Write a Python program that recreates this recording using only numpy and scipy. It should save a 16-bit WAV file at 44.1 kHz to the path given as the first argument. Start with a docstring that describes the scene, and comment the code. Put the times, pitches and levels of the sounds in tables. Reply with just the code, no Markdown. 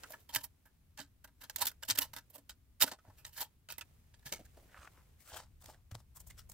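"""A gloved hand works a steel bar into hard, stony dirt, close to a hand-held camera outdoors.
Each chip or scrape is a burst of grit grains that rings bar, soil and pebbles.
After the bar is put down, the glove alone sweeps dirt and stones.
Loose dirt trickles between the crunches as two streams of grains; thuds are short low swings.
Swelling low rumble and steady microphone hiss, both coloured noise, lie underneath."""
import sys
import numpy as np
from scipy import signal
from scipy.fft import rfft, irfft, next_fast_len
from scipy.io import wavfile
from scipy.ndimage import uniform_filter1d, map_coordinates

SR = 44100
rng = np.random.default_rng(int(sys.argv[2]) if len(sys.argv) > 2 else 0)


def to_wav(sig):
    """Store sig (one row per channel, or 1-D mono) as 16-bit WAV at the path in sys.argv[1].

    Samples outside -1..1 are clipped; the rate is SR.
    """
    pcm = np.clip(np.atleast_2d(sig), -1, 1) * 32767
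    pcm = np.round(pcm).astype(np.int16)
    wavfile.write(sys.argv[1], SR, pcm.T)  # frames by channels


N = 288119
PAD = next_fast_len(N)
T = np.arange(N) / SR  # time, s

# Each chip or scrape: peak t/s, crack level/dB, ring level/dB, favoured ring f/Hz, fine grit level/dB,
# rise/ms, fall/ms per 20 dB. Ring and grit levels are relative to the crack.
# Each layer below trims these levels and shortens the fall a little.
CRUNCHES = [(0.035, -50, 15.5, 1465, -11, 1.6, 18), (0.108, -65, 9.5, 636, 11, 20, 45),
            (0.121, -56.5, -3, 606, 7, 1.8, 13), (0.138, -61, 14, 1720, 2, 15, 23),
            (0.204, -79, -2, 755, 10.5, 27, 86), (0.292, -58, -0.5, 1010, 0, 4, 57),
            (0.34, -47.5, -2, 860, -4, 18.4, 35), (0.35, -35, -9, 1700, 4, 7.2, 11),
            (0.36, -33.5, -4.5, 1650, 1, 1.8, 19.5), (0.383, -56, 3, 1700, 1, 2, 32),
            (0.411, -58, -2, 970, 2, 14, 32), (0.442, -50.5, -2, 940, 8, 14, 24),
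            (0.657, -73.5, 11.5, 1634, 6.5, 5.5, 39), (0.976, -56, -2, 1700, -5, 4.6, 26),
            (0.992, -52.5, 7, 1600, -10, 18, 24), (1.002, -52.5, -1.5, 1570, -6, 4.4, 50),
            (1.246, -57.5, 2.5, 1550, 5, 8, 17), (1.276, -72.5, 8, 1610, -2, 5.7, 39),
            (1.419, -55.5, 0, 1600, 0, 18, 22), (1.437, -54.5, 0, 1600, 0, 9.7, 30),
            (1.498, -44, -6, 1600, -3.5, 2.6, 14), (1.561, -38.5, -10, 925, 3.5, 2.3, 12.5),
            (1.588, -48.5, -3, 700, -1, 15, 38), (1.62, -34, -0.5, 920, 0, 23, 26),
            (1.658, -39.5, -3.5, 930, 5.5, 11.4, 8.5), (1.669, -35.5, -11, 1460, 4, 2.2, 29),
            (1.716, -63.5, 0.5, 1500, 5, 4, 13), (1.833, -43.5, 0.5, 1600, -7, 12, 12.5),
            (1.849, -59, -6.5, 630, 0, 3, 32), (1.891, -39.5, -7.5, 910, 0, 17.2, 23),
            (1.901, -29.5, -35, 1700, -5, 2.8, 20), (1.908, -28.5, -10.5, 1400, -3.5, 2.1, 20),
            (1.958, -46.5, 0.5, 1700, 1, 13, 9.5), (1.977, -40, -4, 1426, 2, 5.2, 30),
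            (1.988, -29.5, -13, 1360, 4, 6.4, 10), (2.021, -42, -2.5, 994, 3, 30, 42),
            (2.135, -51, 2, 1540, -1, 3.9, 29), (2.164, -49, 0, 1550, 1, 3.7, 38),
            (2.186, -51.5, -2, 1600, -1.5, 6.4, 11), (2.303, -73, 7.5, 503, 11, 9, 27),
            (2.359, -58, 6, 523, 5.5, 35, 17.5), (2.383, -63, 6, 477, 1.5, 11, 28),
            (2.495, -48.5, -6, 1457, -5.5, 4.7, 30.5), (2.806, -45.5, -10, 1360, 0, 10, 24.5),
            (2.814, -31.5, -8.5, 1385, -1.5, 12.2, 35), (2.823, -28, -12.5, 940, 1, 6, 15.5),
            (2.829, -28, -12.5, 870, 0, 1.5, 19), (2.841, -33, 7.5, 493, -5, 3.3, 2.5),
            (2.865, -50.5, -1, 1490, -2, 7.3, 43), (2.879, -48, -3.5, 1480, 0, 6.4, 33),
            (2.918, -46.5, 3.5, 816, -7.5, 9.6, 30), (2.988, -75, 10, 1390, -13, 3.7, 23.5),
            (3.05, -87.5, 26, 676, 7, 7.4, 29.5), (3.075, -86, 22, 800, -1, 20, 37),
            (3.099, -78.5, 17.5, 830, -2, 3.7, 41), (3.188, -68, 2, 2590, 3, 27, 54),
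            (3.251, -47, -5.5, 1840, -10, 7.1, 13), (3.267, -59, -2.5, 874, 2.5, 16, 46),
            (3.335, -64, -16, 2460, 2.5, 17, 57), (3.385, -50.5, -1.5, 1680, 2, 44, 25.5),
            (3.417, -42.5, -0.5, 874, 3, 38, 36), (3.688, -52, -0.5, 1450, -10, 2.8, 22),
            (3.703, -47, -4, 2540, -4.5, 11, 45.5), (3.723, -50.5, -7, 1510, 7.5, 2.4, 12),
            (3.783, -52.5, 2.5, 2020, 5.5, 4, 22.5), (3.811, -46, 0.5, 2570, -9, 3, 18),
            (4.142, -66.5, 0, 1720, -19.5, 8.3, 27), (4.195, -74, -1, 1670, -5, 6.7, 9),
            (4.23, -78, 13, 1690, 0, 13, 6), (4.263, -51, -2.5, 1730, -3.5, 16, 64.5),
            (4.325, -43, -4, 2200, -3, 7.2, 51), (4.397, -75, 2, 570, 4, 30, 45),
            (4.457, -66.5, 0.5, 1680, 2.5, 14, 21), (4.572, -78, 16.5, 576, -17, 4.6, 71),
            (4.734, -82, 18.5, 1600, -17, 84, 54), (4.774, -75.5, 15.5, 1300, -13, 62, 59),
            (4.85, -67, 10, 1310, -6, 130, 32), (4.876, -70.5, 20.5, 1340, -9, 15, 14),
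            (4.98, -84, 21, 1100, -1, 74, 55), (5.21, -72.5, 0, 2050, 7, 35, 61.5),
            (5.297, -61, 0.5, 1420, 2, 86, 79), (5.347, -55.5, 5, 785, -5, 71, 59),
            (5.37, -57, 5.5, 1310, 4.5, 20, 36), (5.4, -59, 3, 920, -5, 66, 64),
            (5.621, -71, -0.5, 900, 7, 28, 31), (5.643, -62, 0.5, 700, 4, 15, 7),
            (5.661, -57.5, -8, 560, 2, 10, 9), (5.7, -64.5, 4, 840, -1, 110, 85),
            (5.745, -67.5, 2, 1495, -5, 16, 19), (5.914, -61, 5.5, 1310, 3, 7, 23),
            (5.952, -53, 6.5, 710, -3, 11.5, 10.5), (6.005, -73.5, 3, 914, -2, 140, 38),
            (6.172, -69, 7, 990, 15, 32, 24.5), (6.206, -69, 5.5, 790, 15.5, 17, 24),
            (6.273, -72.5, 2, 790, 17, 13, 37), (6.307, -58, -0.5, 2070, 1.5, 18, 19),
            (6.391, -60.5, -1.5, 1410, 2, 29, 41), (6.499, -68, 5.5, 804, 15, 12.5, 20),
            (6.519, -63, -1.5, 844, 9.5, 8.4, 15.5)]
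# Where the digging lies as the camera turns: t/s, bearing (1 = well to the right, negative = left)
BEARING = [(0, 1.02), (2.3, 0.77), (3.8, 1.16), (4.3, 1.1), (5.2, -0.82), (6.53, -0.02)]
# Duller colour of loose fine grit throughout, and of crunched fine grit after 4.36 s: f/Hz, level/dB per Hz
SAND = [(3500, -29), (5500, -7.5), (7800, -1), (10000, -6), (13000, -2.5), (16000, -2)]

BAR_FLAT_S = 2.6  # the bar is then laid low to scrape and its lowest hum is choked
BAR_DOWN_S = 4.36  # from here on the glove alone sweeps dirt and stones
UPRIGHT, HELD = T < BAR_FLAT_S, T < BAR_DOWN_S
GLOVE_DAMP = 0.38  # cloth shortens every ring of soil and pebble to this share


def amplitude(db):
    """Turn decibels into a plain multiplier."""
    return 10 ** (np.asarray(db) / 20)


def unit(x):
    """Scale to an average (RMS) strength of 1."""
    return x / np.sqrt(np.mean(x ** 2))


def gains(points):
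    """Read a colour table at every FFT bin."""
    hz, db = np.transpose(points)
    bin_hz = np.arange(PAD // 2 + 1) * SR / PAD
    return amplitude(np.interp(np.log(bin_hz + 1), np.log(hz), db))


def colour(x, points):
    """Filter by a colour; white input keeps its power."""
    return irfft(rfft(x, PAD) * unit(gains(points)), PAD)[..., :N]


def ring_modes(x, modes):
    """Strike a body that rings at several fading pitches; white input keeps its power, the tail is returned too."""
    t = np.arange(SR // 8) / SR
    body = np.zeros(len(t))
    for hz, db, t60 in modes:  # t60: seconds to fade by 60 dB
        body += amplitude(db - 60 * t / t60) * np.sin(2 * np.pi * hz * t) / np.sqrt(t60)
    body *= 1 - np.exp(-t / 0.00065)  # a contact takes a moment to build up
    return signal.fftconvolve(x, body[None] / np.sqrt(np.sum(body ** 2)))


def walk(rate):
    """Slow random wander of spread 1: noise averaged twice over 1/rate seconds."""
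    k = int(SR / rate)
    return unit(uniform_filter1d(uniform_filter1d(rng.standard_normal(N), k), k))


def two_ports(mid, side, likeness):
    """Mix two noises into left and right that are alike by the given share."""
    return np.sqrt(1 + likeness) * mid + np.sqrt(1 - likeness) * side * np.array([[1], [-1]])


def grains(rate, spread_db, tail_ms, likeness):
    """Grit breaking: random clicks of very uneven size, at a rate per second, with short noisy tails."""
    clicks = rng.random(N) < rate / SR
    size = clicks * amplitude(spread_db * np.minimum(rng.exponential(size=N), 3.2))
    # every crunch breaks at least one fair-sized grain at its peak
    size[(np.transpose(CRUNCHES)[0] * SR).astype(int)] = amplitude(3.5)
    keep = np.exp(-2000 / (tail_ms * SR))  # amplitude falls to 1/e in tail_ms
    flutter = np.sqrt(signal.lfilter([1], [1, -keep], size ** 2))
    mid, side = rng.standard_normal((2, N))
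    return unit(flutter * two_ports(mid, side, likeness))


def press(event, db, stretch):
    """How hard one event crushes grit: a ramp from first contact to the peak, then a fade."""
    s, *_, rise_ms, fall_ms = event
    rise_ms, fall_ms = max(rise_ms, 0.3), max(stretch * fall_ms, 1)
    start = max(int((s - rise_ms / 1000) * SR), 0)
    end = min(int((s + fall_ms / 400) * SR), N)  # 50 dB down
    near = slice(start, end)
    ms = 1000 * (T[near] - s)
    ramp = np.maximum(1 + ms / rise_ms, 0) ** 2
    return near, amplitude(db) * np.where(ms < 0, ramp, amplitude(-20 * ms / fall_ms))


def pressure(events, db, stretch):
    """The force of all events of a table together; powers add."""
    power = np.zeros(N)
    for event, top_db in zip(events, db):
        near, force = press(event, top_db, stretch)
        power[near] += force ** 2
    return np.sqrt(power)


def hand():
    """Uneven pressure of the hand, and its left-right balance as the bearing changes."""
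    # left minus right: -1.5 dB at bearing 1, plus a chance wander
    pan_db = -1.5 * np.interp(T, *np.transpose(BEARING)) + 2 * walk(40)
    judder_db = 1.1 * walk(340)  # a scrape never presses evenly
    return amplitude(judder_db + pan_db * np.array([[0.5], [-0.5]]))


def crunches():
    """Add up the layers of every chip and scrape; returns their body and their fine grit."""
    grip = hand()
    body = hum_and_clods() + rings(grip) + crack_and_blade(grip) + pebbles(grip)
    return body, fine_grit(grip)


def rings(grip):
    """Each crunch rings the soil, and while held the bar's modes, strongest near its favoured pitch."""
    # Modes of the steel bar, damped by hand and soil: f/Hz, level/dB relative to each other
    bar_modes = [(520, -21), (640, 3), (860, -1.5), (935, 4.5), (1310, 3), (1460, 1.5), (1600, 1),
                 (1720, 2.5), (1850, -10.5), (1940, -2.5), (2200, -11.5), (2550, -7.5)]
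    # Edge that thins the ring below the first modes and at the top: f/Hz, level/dB
    edge = [(200, -27), (400, -24), (500, -3.5), (3000, -0.5), (6000, -10)]
    bar_t60_s = 0.04
    out, grit = np.zeros((2, N + SR)), grip * grains(1200, 3.2, 0.4, 0.94)
    for crunch in CRUNCHES:
        s, crack_db, ring_db, hz = crunch[:4]
        near, force = press(crunch, crack_db + ring_db + 2, 0.95)
        damp = 1 if s < BAR_DOWN_S else GLOVE_DAMP
        # soil answers broadly: pitch as a multiple of the favoured one, dB, t60 in s
        soil = [(1, 0, 0.012), (0.55, -5, 0.008), (1.25, -7, 0.008), (1.7, -8, 0.006)]
        modes = [(ratio * hz, db, damp * t60) for ratio, db, t60 in soil]
        if s < BAR_DOWN_S:
            for f, db in bar_modes:
                octaves = np.log2(f / hz)
                # weaker away from the favoured pitch, and weaker still above it
                loss_db = 8 + min(40 * abs(octaves), 6) + 6.1 * max(octaves, 0)
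                modes.append((f, db - loss_db, bar_t60_s))
        sound = ring_modes(force * grit[:, near], modes)
        out[:, near.start:near.start + sound.shape[1]] += sound
    return irfft(rfft(out[:, :N], PAD) * gains(edge), PAD)[:, :N]


def crack_and_blade(grip):
    """Breaking grit cracks as coloured noise and, while the bar is held, rings its tip."""
    # Colour of the crack: f/Hz, level/dB per Hz
    crack_colour = [(700, -22.5), (1800, -5), (2500, -9), (4500, -3.5), (6500, -6.5), (9000, -7),
                    (14000, -39)]
    # Modes of the bar's tip: f/Hz, level/dB relative to each other
    tip_modes = [(2780, -10), (3200, 0.5), (3900, -6.5), (4650, -9), (5500, -6), (7800, -0.5)]
    tip_t60_s = 0.022
    crack_db = np.transpose(CRUNCHES)[1]
    push = pressure(CRUNCHES, crack_db + 1.5, 0.9) * grip * grains(2000, 3.5, 0.3, 0.45)
    blade = ring_modes(push * HELD, [(hz, db, tip_t60_s) for hz, db in tip_modes])[:, :N]
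    return colour(push, crack_colour) + amplitude(-11) * blade


def hum_and_clods():
    """Crunches and heaves drive the bar's lowest bends and the dull noise of shifting clods."""
    # Lowest bends of the bar: f/Hz, level/dB relative to each other, t60/s
    bends = [(208, -9.5, 0.092), (281.8, 3.5, 0.12), (338, -6, 0.0089)]
    # Colour of clods shifting: f/Hz, level/dB per Hz
    clod_colour = [(80, -30.5), (180, -7.5), (300, -0.5), (450, -6.5), (650, -0.5), (1000, -26.5)]
    # Bar or hand shifts a whole clod and the low sound swells: peak t/s, level/dB,
    # fall/ms per 20 dB before a slight shortening
    heaves = [(0.36, -48.5, 20), (0.996, -49.5, 39), (1.622, -51.5, 28), (1.66, -54.5, 22),
              (1.891, -52.5, 42), (1.987, -45, 15), (2.382, -65, 23), (2.829, -43.5, 14), (2.842, -40, 9),
              (2.875, -49, 37), (2.92, -48, 26), (3.089, -61.5, 18), (3.725, -57, 5), (4.263, -60.5, 62),
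              (4.327, -44.5, 43), (4.396, -53.5, 42), (4.573, -58, 48), (4.625, -63, 82),
              (5.344, -55.5, 58), (5.688, -61, 61), (5.95, -55, 11.5)]
    heave_rise_ms = 12
    _, crack_db, ring_db, *_ = np.transpose(CRUNCHES)
    # -69 dB for a medium ring of -52.5 dB; grows more slowly than the ring, 0.6 dB per dB
    hum_db = -69 + 0.6 * (crack_db + ring_db + 52.5)
    heave_events = [(s, heave_rise_ms, fall_ms) for s, _, fall_ms in heaves]
    heave = pressure(heave_events, np.transpose(heaves)[1], 0.95)
    force = np.hypot(pressure(CRUNCHES, hum_db, 0.88), heave)
    low = force * grains(610, 0.87, 0.5, 0.9)
    # bar upright: mostly hum; laid low: mostly clods; put down: clods only
    hum = ring_modes(low * np.where(UPRIGHT, 1, amplitude(-12.5) * HELD), bends)[:, :N]
    return hum + colour(low * np.where(UPRIGHT, amplitude(-12.5), 1), clod_colour)


def pebbles(grip):
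    """Every crunch clicks six pebbles of chance pitch and strength."""
    out, grit = np.zeros((2, N + SR)), grip * grains(1200, 4.5, 0.3, 0.75)
    for crunch, chance in zip(CRUNCHES, rng.random((len(CRUNCHES), 6, 2))):
        near, force = press(crunch, crunch[1] - 1.5, 0.8)
        damp = 1 if crunch[0] < BAR_DOWN_S else GLOVE_DAMP
        modes = [(2700 * 3.8 ** u, -8 * v, damp * 0.014) for u, v in chance]
        sound = ring_modes(force * grit[:, near], modes)
        out[:, near.start:near.start + sound.shape[1]] += sound
    return out[:, :N]


def fine_grit(grip):
    """The smallest grains hiss brightly at first, then more dully after 4.36 s."""
    # Colour of fine grit before 4.36 s: f/Hz, level/dB per Hz
    bright_colour = [(4000, -31), (7000, -7), (9000, -7.5), (11500, 2.5), (14500, 5), (16000, -3.5)]
    _, crack_db, _, _, fine_db, *_ = np.transpose(CRUNCHES)
    rasp = pressure(CRUNCHES, crack_db + fine_db + 4, 0.73) * grip * grains(3300, 2, 0.91, 0.16)
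    return colour(rasp * HELD, bright_colour) + colour(rasp * ~HELD, SAND)


def trickle():
    """Loose dirt sliding: a dull and a fine stream of grains that swell together."""
    # Flow of loose dirt and cloth between crunches: t/s, level/dB
    flow = [(0.11, -61.5), (0.27, -77.5), (0.69, -82), (1.33, -85.5), (1.53, -69), (1.68, -65), (1.79, -81),
            (1.95, -62.5), (2.13, -76.5), (2.84, -86.5), (3.14, -74.5), (3.47, -78), (3.72, -89),
            (3.86, -73.5), (4.16, -76), (4.32, -72.5), (4.84, -69), (5.03, -73.5), (5.42, -78.5),
            (6.04, -84.5), (6.33, -71), (6.53, -79.5)]
    # Colour of the dull stream: f/Hz, level/dB per Hz
    dirt_colour = [(150, -19), (400, -0.5), (1300, -8.5), (2500, -8.5), (4500, -13.5), (9000, -14.5)]
    flow_db = np.interp(T, *np.transpose(flow)) + 0.6 * walk(30)
    dull = amplitude(flow_db) * colour(grains(2900, 0.93, 0.8, 0.21), dirt_colour)
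    fine = amplitude(flow_db - 6.5) * colour(grains(4000, 2, 0.56, 0.25), SAND)
    return dull, fine


def thuds():
    """Thuds through the ground: short low swings that build up fast and fade, the same at both ports."""
    # Thuds: start t/s, level/dB at the start of the fade, f/Hz
    thud_list = [(0.365, -44.5, 111), (1.621, -51, 94), (1.916, -44, 106), (2.827, -48, 95),
                 (3.081, -47.5, 93), (4.258, -49, 134), (4.33, -57, 70.5), (4.561, -63, 70),
                 (4.79, -49, 71.4), (5.328, -46.5, 73), (5.922, -37, 95), (5.95, -39.5, 113)]
    t60_s, build_s = 0.12, 0.00089
    out = np.zeros(N)
    for s, db, hz in thud_list:
        t = np.maximum(T - s, 0)
        swing = amplitude(db - 60 * t / t60_s) * np.sin(2 * np.pi * hz * t)
        out += swing * (1 - np.exp(-t / build_s))
    return out


def air():
    """Noise split near 220 Hz: swelling rumble, mostly alike left and right, and steady, less alike hiss."""
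    # Colour of the background: f/Hz, level/dB per Hz
    air_colour = [(15, -33.5), (25, -2), (77, 4.5), (198, -12.5), (274, -17.5), (567, -34), (826, -33.5),
                  (5280, -39), (5880, -40.5), (15500, -36)]
    # Swell of the distant rumble: t/s, level/dB before its wander and left-right offset
    rumble_swell = [(0.0, -69), (1.8, -67), (2.1, -58), (2.4, -68), (4.04, -68.5), (4.42, -61), (5.27, -68),
                    (5.7, -63), (6.0, -63), (6.53, -61)]
    air_db = -63  # level of the whole noise, from which the hiss is cut
    hz = np.arange(PAD // 2 + 1) * SR / PAD
    likeness = np.clip(0.9 - 0.16 * np.log2(np.maximum(hz, 90) / 90), 0, 1)  # less alike with pitch
    mid, side = rfft(rng.standard_normal((2, PAD))) * unit(gains(air_colour))
    both = two_ports(mid, side, likeness)
    low = 1 / (1 + (hz / 220) ** 4)
    rumble = irfft(both * low, PAD)[:, :N]
    hiss = irfft(both * (1 - low), PAD)[:, :N]
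    swell_db = np.interp(T, *np.transpose(rumble_swell)) + 2.5 * walk(5.5)
    swell = amplitude(swell_db + np.array([[0.8], [-0.8]]))  # a little stronger on the left
    whole_rms = np.sqrt(np.mean((rumble + hiss) ** 2))
    return unit(rumble) * swell + hiss * amplitude(air_db) / whole_rms


def scene():
    """Place the digging by its bearing: the far port is shaded in the treble, and the left port lags or leads."""
    lag_samples, shadow_db = 2, 4.5  # at bearing 1: left port later, and its treble below the right's
    grit_lag_share = 0.58  # the finest grit reaches the ports round the camera body with less lag
    bearing = np.interp(T, *np.transpose(BEARING))
    body, grit = crunches()
    dull, fine = trickle()
    low = body + dull
    high = (grit + fine) * amplitude(shadow_db * bearing * np.array([[-0.5], [0.5]]))
    left = np.zeros(N)
    for part, share in ((low, 1), (high, grit_lag_share)):
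        moment = np.arange(N) - share * lag_samples * bearing
        left += map_coordinates(part[0], [moment], order=5)
    return np.array([left, low[1] + high[1]]) + thuds() + air()


def record(dry):
    """The microphone falls away at the top, then the recorder cuts it."""
    mic_top_hz, top_hz = 15600, 16785
    mic = signal.sosfilt(signal.cheby1(8, 0.5, mic_top_hz, fs=SR, output="sos"), dry)
    return signal.sosfilt(signal.ellip(8, 0.2, 70, top_hz, fs=SR, output="sos"), mic)


dry = scene()
out = record(dry)
to_wav(out)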